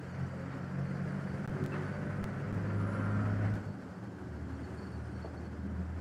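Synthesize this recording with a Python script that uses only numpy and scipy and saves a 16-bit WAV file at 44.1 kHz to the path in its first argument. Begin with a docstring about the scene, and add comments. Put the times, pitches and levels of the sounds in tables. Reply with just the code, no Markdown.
"""One microphone in a bare concrete room; outside, a heavy engine over traffic, far birds and insects.
The engine pulls up in speed, its exhaust booming through resonances. Indoors a shoe scuffs the gritty
floor at 0.5 and 1.7 s. Between 1.4 and 2.6 s the sound cuts out four times for milliseconds, with clicks.
The engine rasps near top speed, drops at a gear change at 3.5 s and pulls again, lower, from 4.2 s.
A bright tick and a dull thud sound during the change, and two more thuds near the end."""
import sys
import numpy as np
from scipy import signal
from scipy.fft import rfft, irfft, next_fast_len
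from scipy.io import wavfile
from scipy.ndimage import uniform_filter1d

SR = 44100
rng = np.random.default_rng(int(sys.argv[2]) if len(sys.argv) > 2 else 0)


def pcm_store(signal):
    """Save signal as 16-bit PCM."""
    levels = np.round(np.clip(np.atleast_2d(signal), -1, 1) * 32767)
    wavfile.write(sys.argv[1], SR, levels.astype(np.int16).T)


N = 264732
TIME = np.arange(N) / SR
LIFT_S, CLOSE_S, ENGAGE_S, OPEN_S = 3.49, 0.23, 4.2, 0.11  # throttle: start and length of each move

# the engine outside: time_s, cycles_per_s
ENGINE_SPEED = [(0.0, 44.4), (0.3, 44.4), (1.1, 47.4), (2.3, 49.9), (2.7, 51.1), (3.1, 51.5), (3.54, 52.5),
                (4.3, 38.5), (5.0, 38.8), (6.0, 40.5)]
# engine loudness: cruise_db, slope_db per cycle/s, throttle_closed_db, next_gear_db
BOOM_LOUDNESS = (-48, 0.73, -14.5, -2.5)
ROAR_LOUDNESS = (-46, 0.66, -16.5, -4.5)
# resonances of the exhaust boom and of the room: centre_hz, width_hz, gain_db
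BOOM_RESONANCES = [(80.5, 6.6, 12.5), (91.3, 4, -3.5), (93, 2.8, -1.5), (98.6, 1.84, 4), (103.7, 2.8, 12.5),
                   (116.75, 1.06, 12.5), (140, 8.3, 8.5), (160.8, 4.3, -8.5), (188.3, 5.7, 5.5)]
ROOM_RESONANCES = [(146.7, 7.8, -12), (173, 3.2, 1), (191, 13.5, 3.5), (219, 24, -3), (285, 28, 3.5),
                   (358, 32, 2)]
# the boom swells or sinks for a moment: centre_s, width_s, gain_db
BOOM_SURGES = [(.03, 0.1, -2), (0.226, 0.027, 10.5), (.8, 0.056, 7), (1.2, .17, 0.5), (2.97, 0.072, -3.5),
               (1.43, 0.1, -5.5), (2.4, 0.077, -9.5), (3.6, 0.017, -7), (3.69, 0.027, 12.5),
               (4.4, .04, 1.5), (4.83, 0.03, -11), (5.8, 0.21, 4)]
# weaker engine lines, and the whine above them: speed_multiple, peak_s, width_s, level_db
WEAK_ORDERS = [(2.75, 1.57, 0.12, -40), (2.75, 2.38, 0.21, -41.5), (3.25, 3.14, 0.5, -45.5),
               (3.5, 2.7, 0.18, -42.5), (3.75, 1.1, 0.16, -46), (3.75, 2.4, .3, -49), (4, 3.04, 0.24, -46),
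               (4.25, 1.33, 0.39, -47), (4.2, 2.2, 0.2, -46), (4.25, 2.51, 0.044, -40.5),
               (4.28, 3.35, 0.11, -43), (5, 3.83, 0.92, -51.5), (5.25, 3.1, 0.25, -50.5),
               (6.75, 2.8, 0.29, -54.5), (7.97, 2.45, 0.71, -55), (9.8, 2.34, 0.47, -57.5),
               (10.25, 2.98, 0.18, -55), (11, 1.16, 0.49, -57.5), (10.4, 2.65, .1, -56),
               (11, 2.924, 0.14, -47.5), (11.95, 0.42, 0.11, -54.5), (12, 2.05, 0.19, -57),
               (11.95, 3.26, 0.31, -56), (14.1, 3.22, 0.33, -57), (2.24, 4.4, 0.91, -55),
               (7, 4.58, 0.21, -52.5), (5.05, 5.67, 0.087, -48)]
WHINE_ORDERS = [(29.7, 0.68, 0.4, -62.5), (29.9, 1.32, 0.19, -61), (30.7, 1.96, 0.19, -60.5),
                (26.85, 2.28, 0.29, -62), (26.96, 2.99, 0.22, -51), (24.45, 2.98, 0.16, -56),
                (24.9, 3.22, .12, -55.5), (30, 3.03, 0.13, -54.5), (28.3, 3.43, 0.17, -55)]
# traffic behind the engine: time_s, rumble_db, murmur_db
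TRAFFIC_LEVELS = [(0, -47.5, -53), (1.0, -46.5, -52), (1.6, -43, -49.5), (2.3, -44, -51.5),
                  (3.5, -42.5, -50), (3.8, -46, -53.5), (4.1, -47, -53.5), (4.7, -45, -52),
                  (5.3, -46.5, -54), (6, -46, -54)]

# noise spectra of engine, traffic, shoe, tick and thuds: frequency_hz, relative_db
ROAR_SPECTRUM = [(30, -38), (55, -14), (75, -20), (130, 6.5), (210, -1.5), (320, -9), (450, -8), (560, -5),
                 (850, -15), (1100, -14), (1420, -8.5), (2000, -14.5), (3700, -39), (6000, -44),
                 (15000, -73)]
RASP_SPECTRUM = [(600, -34), (1000, -2), (1150, -5.5), (1260, -3), (1400, -1), (1600, -16), (2400, -59)]
RUMBLE_SPECTRUM = [(25, -32), (42, -20), (60, -11.5), (90, -1), (140, -3.5), (190, 1), (340, -12),
                   (600, -22.5), (1200, -57), (4000, -91)]
MURMUR_SPECTRUM = [(150, -36), (350, -12.5), (600, -15), (1150, -20), (1350, -19.5), (1540, -17),
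                   (1800, -24.5), (2400, -33.5), (3000, -37.5), (3700, -42), (4500, -40.5), (7500, -44.5),
                   (11000, -52), (16000, -64)]
SCUFF_SPECTRUM = [(300, -16), (800, 4), (1200, 12.5), (1900, 6.5), (2600, -6.5), (4000, -14.5), (9000, -28),
                  (15000, -54)]
TICK_SPECTRUM = [(500, -1), (3500, 5.5), (9000, -5), (15000, -14)]
THUD_SPECTRUM = [(60, -26), (150, -19), (195, -2), (280, -6), (380, -12), (700, -14), (3000, -51),
                 (10000, -90)]

# short noises in the room with the microphone: start_s, level_db, rise_s, decay_s
SHOE_SCUFFS = [(0.503, -49, .025, 0.035), (1.712, -44.3, 0.03, 0.11), (1.795, -54, .025, .07)]
ROOM_THUDS = [(3.675, -50, .02, .06), (5.24, -42.5, .012, .035), (5.335, -46, .012, .03)]
# tones indoors and from the nearer birds: start_s, length_s, pitch_hz, width_hz, level_db
SOLE_SQUEAKS = [(1.721, .028, 2650, 160, -54.5)]
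ROOM_HUMS = [(.45, .13, 268, 20, -47), (1.55, .12, 375, 22, -43.5), (1.66, .2, 371, 30, -47),
             (1.58, .34, 268, 16, -53), (3.97, .2, 113, 9, -53), (3.95, .65, 364, 30, -57),
             (4.66, .22, 373, 24, -50.5), (5.62, .45, 180, 9, -51)]
NEAR_BIRD_NOTES = [(.56, .1, 4350, 260, -76), (.8, .11, 4500, 300, -74), (.87, .05, 4320, 160, -73),
                   (.94, .04, 4540, 200, -71), (1.08, .05, 4520, 200, -71), (1.26, .11, 4510, 300, -73),
                   (1.85, .04, 4470, 300, -70), (1.92, .04, 4620, 360, -70), (2.66, .07, 4520, 340, -73),
                   (3.62, .13, 4450, 300, -77), (4.475, .03, 4220, 200, -74), (4.628, .03, 4420, 240, -69),
                   (4.772, .025, 4440, 300, -69), (4.817, .032, 4440, 200, -66),
                   (4.86, .022, 4440, 200, -70), (4.918, .05, 4450, 260, -69), (5.038, .04, 5130, 260, -73),
                   (5.143, .055, 4420, 260, -74), (5.213, .06, 4410, 180, -67.5),
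                   (5.368, .018, 4420, 200, -65), (5.438, .035, 4400, 180, -72)]
# far birds: pitch_hz, scatter_hz, chirps_per_s, level_db
FAR_FLOCKS = [(2950, 220, 200, -81), (4560, 260, 200, -80), (5350, 420, 180, -83), (7300, 800, 260, -84.5)]
# their chorus swells and sinks: time_s, gain_db
CHORUS_GAIN = [(0, 7), (.5, 5), (1.4, 4), (2.3, 2), (3.1, 6.5), (3.7, 0.5), (4.2, -1), (4.7, 3.5),
               (5.4, 1.5), (5.7, -2), (6, -1)]
# insects in the trees: start_s, length_s, pitch_hz, width_hz, level_db, buzz_depth
INSECT_TRILLS = [(.7, 0.96, 9170, 80, -83, 2), (1.6, 0.9, 9150, 80, -81.5, 2),
                 (2.72, 0.44, 9920, 340, -73, .3), (4.4, 1.05, 8870, 80, -80.5, 2.2)]

# brief silences: start_s, length_s
DROPOUTS = [(1.4605, .016), (1.6394, .003), (2.2195, .003), (2.5195, .007)]
# clicks where the sound breaks off or jumps: start_s, step_db, bump_db
SIGNAL_CLICKS = [(1.4643, -56, -76), (1.4765, -35, -72), (1.4966, -42, -35), (1.64, -32.5, -60),
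                 (1.6427, -38, -53), (1.6624, -29.5, -53), (2.242, -26, -34), (2.526, -42, -34.5),
                 (2.5473, -40, -57), (3.539, -39, -35.5)]
# a tick where the sound jumps: start_s, level_db, rise_s, decay_s
SIGNAL_TICKS = [(3.539, -60, .001, .018)]


def engine(throb=0.064, flutter_db=1.42):
    """Just outside, on one shaft speed: exhaust boom, roar and rasp that throb with the firing, whine."""
    speed = curves(ENGINE_SPEED)[0]
    turns = np.cumsum(speed) / SR
    boom = exhaust_boom(speed, turns)
    firing = (1 + throb * np.cos(2 * np.pi * 2 * turns)) * amp(flutter_db * drift(33))
    roar = amp(engine_db(speed, ROAR_LOUDNESS)) * noise(ROAR_SPECTRUM)
    rasp = amp(-50.5) * bell(TIME, centre=3.04, width=0.23) * noise(RASP_SPECTRUM)
    singing = engine_orders(turns, WEAK_ORDERS, spread=0.36)
    whine = engine_orders(turns, WHINE_ORDERS, spread=0.21)
    return boom + firing * (roar + rasp) + singing + whine


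def exhaust_boom(speed, turns, spread=0.14):
    """Low exhaust orders boom or sink as they sweep through resonances."""
    boom_db = engine_db(speed, BOOM_LOUDNESS) + humps(TIME, BOOM_SURGES)
    order_db = {order: boom_db + humps(order * speed, BOOM_RESONANCES) for order in (2, 3, 4)}
    boom = sum(amp(db) * fading_sine(order * turns, spread, 3.7) for order, db in order_db.items())
    # unequal cylinders sound an octave below the firing
    return boom + amp(order_db[2] - 17) * fading_sine(turns, spread, 5)


def engine_orders(turns, orders, spread):
    """Lines at multiples of the engine's speed swell and fade while it pulls."""
    lifted, engaged = gear_change()
    lines = sum(amp(db) * bell(TIME, peak_s, width_s) * fading_sine(order * turns, spread, 9.9)
                for order, peak_s, width_s, db in orders)
    return (1 - lifted + engaged) * lines


def engine_db(speed, law, cruise_hz=50):
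    """The engine is louder the faster it turns, and quieter off the throttle and in the next gear."""
    cruise_db, slope_db, closed_db, geared_db = law
    lifted, engaged = gear_change()
    pulling_db = cruise_db + slope_db * (speed - cruise_hz)
    return pulling_db + closed_db * (lifted - engaged) + geared_db * engaged


def gear_change():
    """Two ramps, 0 to 1: the throttle lifts, then the next gear engages."""
    return np.clip((TIME - LIFT_S) / CLOSE_S, 0, 1), np.clip((TIME - ENGAGE_S) / OPEN_S, 0, 1)


def traffic(rumble_swell_db=1.5, murmur_swell_db=1.1):
    """Traffic farther off: a rumble that booms in the bare room, and a murmur above it."""
    rumble_db, murmur_db = curves(TRAFFIC_LEVELS)
    rumble = amp(rumble_db + rumble_swell_db * drift(29)) * noise(RUMBLE_SPECTRUM, ROOM_RESONANCES)
    murmur = amp(murmur_db + murmur_swell_db * drift(24)) * noise(MURMUR_SPECTRUM)
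    return rumble + murmur


def shoe():
    """Indoors, a sole scrapes and squeaks on sandy concrete."""
    scrapes = sum(burst(row, SCUFF_SPECTRUM, grain_db=2.0) for row in SHOE_SCUFFS)
    return scrapes + tones(SOLE_SQUEAKS, spread=0.6)


def thuds():
    """Dull knocks boom briefly between the bare walls."""
    return sum(burst(row, THUD_SPECTRUM, grain_db=4.0) for row in ROOM_THUDS)


def hums():
    """Low hums swell and fade in the room."""
    return tones(ROOM_HUMS, spread=0.23)


def tick():
    """A short, bright tick where the sound jumps at 3.5 s."""
    return sum(burst(row, TICK_SPECTRUM, grain_db=6.5) for row in SIGNAL_TICKS)


def birds():
    """Out in the trees, a far chorus and a few nearer, rough chirps, smeared by the room."""
    chorus = amp(curves(CHORUS_GAIN)[0]) * sum(far_flock(*row) for row in FAR_FLOCKS)
    far = room(chorus, t60_s=.3, wet=.4)
    notes = tones(NEAR_BIRD_NOTES, spread=0.55, swell=.35)
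    return far + room(notes, t60_s=.25, wet=.15)


def far_flock(centre_hz, scatter_hz, per_s, db, chirp_s=.01, glide_hz=400, range_db=18, tries=1600):
    """Many birds at different distances: tiny gliding chirps that swell and die, most of them faint."""
    out, t = np.zeros(N + SR), np.arange(SR // 24) / SR
    for when, chance, pitch, distance, glide, span in rng.random((tries, 6)):
        if chance * tries < per_s * N / SR:
            hz = centre_hz + scatter_hz * np.log(pitch / (1 - pitch)) / 2  # crowds round the centre
            age = t / (chirp_s * (.5 + span))
            turns = hz * t + (glide - .5) * glide_hz * chirp_s * (1 - np.exp(-age))
            envelope = amp(-range_db * distance) * age * np.exp(-2 * age)
            out[int(when * N):][:len(t)] += envelope * np.sin(2 * np.pi * turns)
    return amp(db) * unit(out[:N])


def insects(wingbeat_hz=195):
    """Faint, high trills from the trees, chopped into pulses by the wings."""
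    wingbeat = np.cos(2 * np.pi * wingbeat_hz * TIME)
    return sum(unit(np.exp(depth * wingbeat)) * tones([trill], spread=4.7, swell=0.78)
               for *trill, depth in INSECT_TRILLS)


def room(x, t60_s, wet):
    """Bare concrete round the microphone smears a sound with dense reflections."""
    t = np.arange(SR // 2) / SR
    tail = rng.standard_normal(len(t)) * amp(-60 * t / t60_s)
    reflections = signal.fftconvolve(x, tail / np.linalg.norm(tail))[:N]
    return np.sqrt(1 - wet) * x + np.sqrt(wet) * reflections


def burst(row, spectrum, grain_db):
    """Grainy noise that rises fast and dies away."""
    start_s, db, rise_s, decay_s = row
    age = np.maximum(TIME - start_s, 0)
    envelope = np.minimum(age / rise_s, 1) * np.exp(-np.maximum(age - rise_s, 0) / decay_s)
    return amp(db + grain_db * drift(130)) * envelope * noise(spectrum)


def tones(rows, spread, swell=0.17):
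    """Tones blurred by reflections, each fading in and out."""
    out = np.zeros(N + 2 * SR)
    for start_s, length_s, hz, width_hz, db in rows:
        t = np.arange(0, length_s, 1 / SR)
        arch = abs(np.sin(np.pi * t / length_s)) ** swell
        out[int(start_s * SR):][:len(t)] += amp(db) * arch * fading_sine(hz * t, spread, width_hz / 2)
    return out[:N]


def fading_sine(turns, spread, rate_hz):
    """A sine plus a randomly fading copy, as its reflections add to it."""
    phase = 2 * np.pi * ((turns + rng.random()) % 1)
    along, across = (spread * drift(rate_hz, size=len(turns)) for _ in range(2))
    return ((1 + along) * np.cos(phase) + across * np.sin(phase)) / np.sqrt(.5 + spread ** 2)


def noise(spectrum, resonances=()):
    """Noise of rms 1 with a given spectrum and resonances."""
    size = next_fast_len(N, real=True)
    hz = np.fft.rfftfreq(size, 1 / SR)
    knot_hz, knot_db = np.transpose(spectrum)
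    db = np.interp(np.log(hz + 1), np.log(knot_hz), knot_db) + humps(hz, resonances)
    return unit(irfft(rfft(rng.standard_normal(size)) * amp(db), size)[:N])


def drift(rate_hz, size=N, points=8192):
    """A smooth random wander of rms about 1."""
    hz = np.fft.rfftfreq(points, N / SR / points)
    slow = irfft(rfft(rng.standard_normal(points)) / (1 + (hz / rate_hz) ** 4), points)
    return np.interp(TIME[:size], np.linspace(0, N / SR, points), unit(slow))


def curves(rows):
    """Each column after time_s as a curve over time."""
    time_s, *columns = np.transpose(rows)
    return [np.interp(TIME, time_s, column) for column in columns]


def humps(x, rows):
    """Decibels added by rows of centre, width, gain_db."""
    return sum(db * bell(x, centre, width) for centre, width, db in rows)


def bell(x, centre, width):
    """A smooth hump of height 1."""
    return np.exp(-.5 * ((x - centre) / width) ** 2)


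def amp(db):
    """Decibels to gain."""
    return 10 ** (np.asarray(db) / 20)


def unit(x):
    """Scales to rms 1."""
    return x / np.sqrt(np.mean(x ** 2) + 1e-20)


def scene():
    """Outdoors and indoors on the one microphone, with the tick."""
    return (engine() + traffic() + hums() + birds() + insects() + shoe() + tick() + thuds())[None]


def record(dry, bass_hz=50, top_hz=15900, settle_s=0.00038, bump_s=.0028):
    """The microphone loses the deep bass; its signal drops out, clicks and bumps, and is band-limited."""
    out = signal.sosfilt(signal.butter(6, bass_hz, "high", fs=SR, output="sos"), dry)
    for start_s, length_s in DROPOUTS:
        live = (TIME < start_s) | (TIME > start_s + length_s)
        out *= uniform_filter1d(1. * live, size=24)
    for start_s, step_db, bump_db in SIGNAL_CLICKS:
        age = TIME - start_s
        out -= amp(step_db) / 2 * np.sign(age) * np.exp(-abs(age) / settle_s)  # a step in the wave
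        out += amp(bump_db) * np.exp(-((age - bump_s) / bump_s) ** 2)  # a soft, low bump
    lowpass = signal.firwin(511, top_hz, window=("kaiser", 9), fs=SR)
    return signal.oaconvolve(out, lowpass[None], "same")


dry = scene()
out = record(dry)
pcm_store(out)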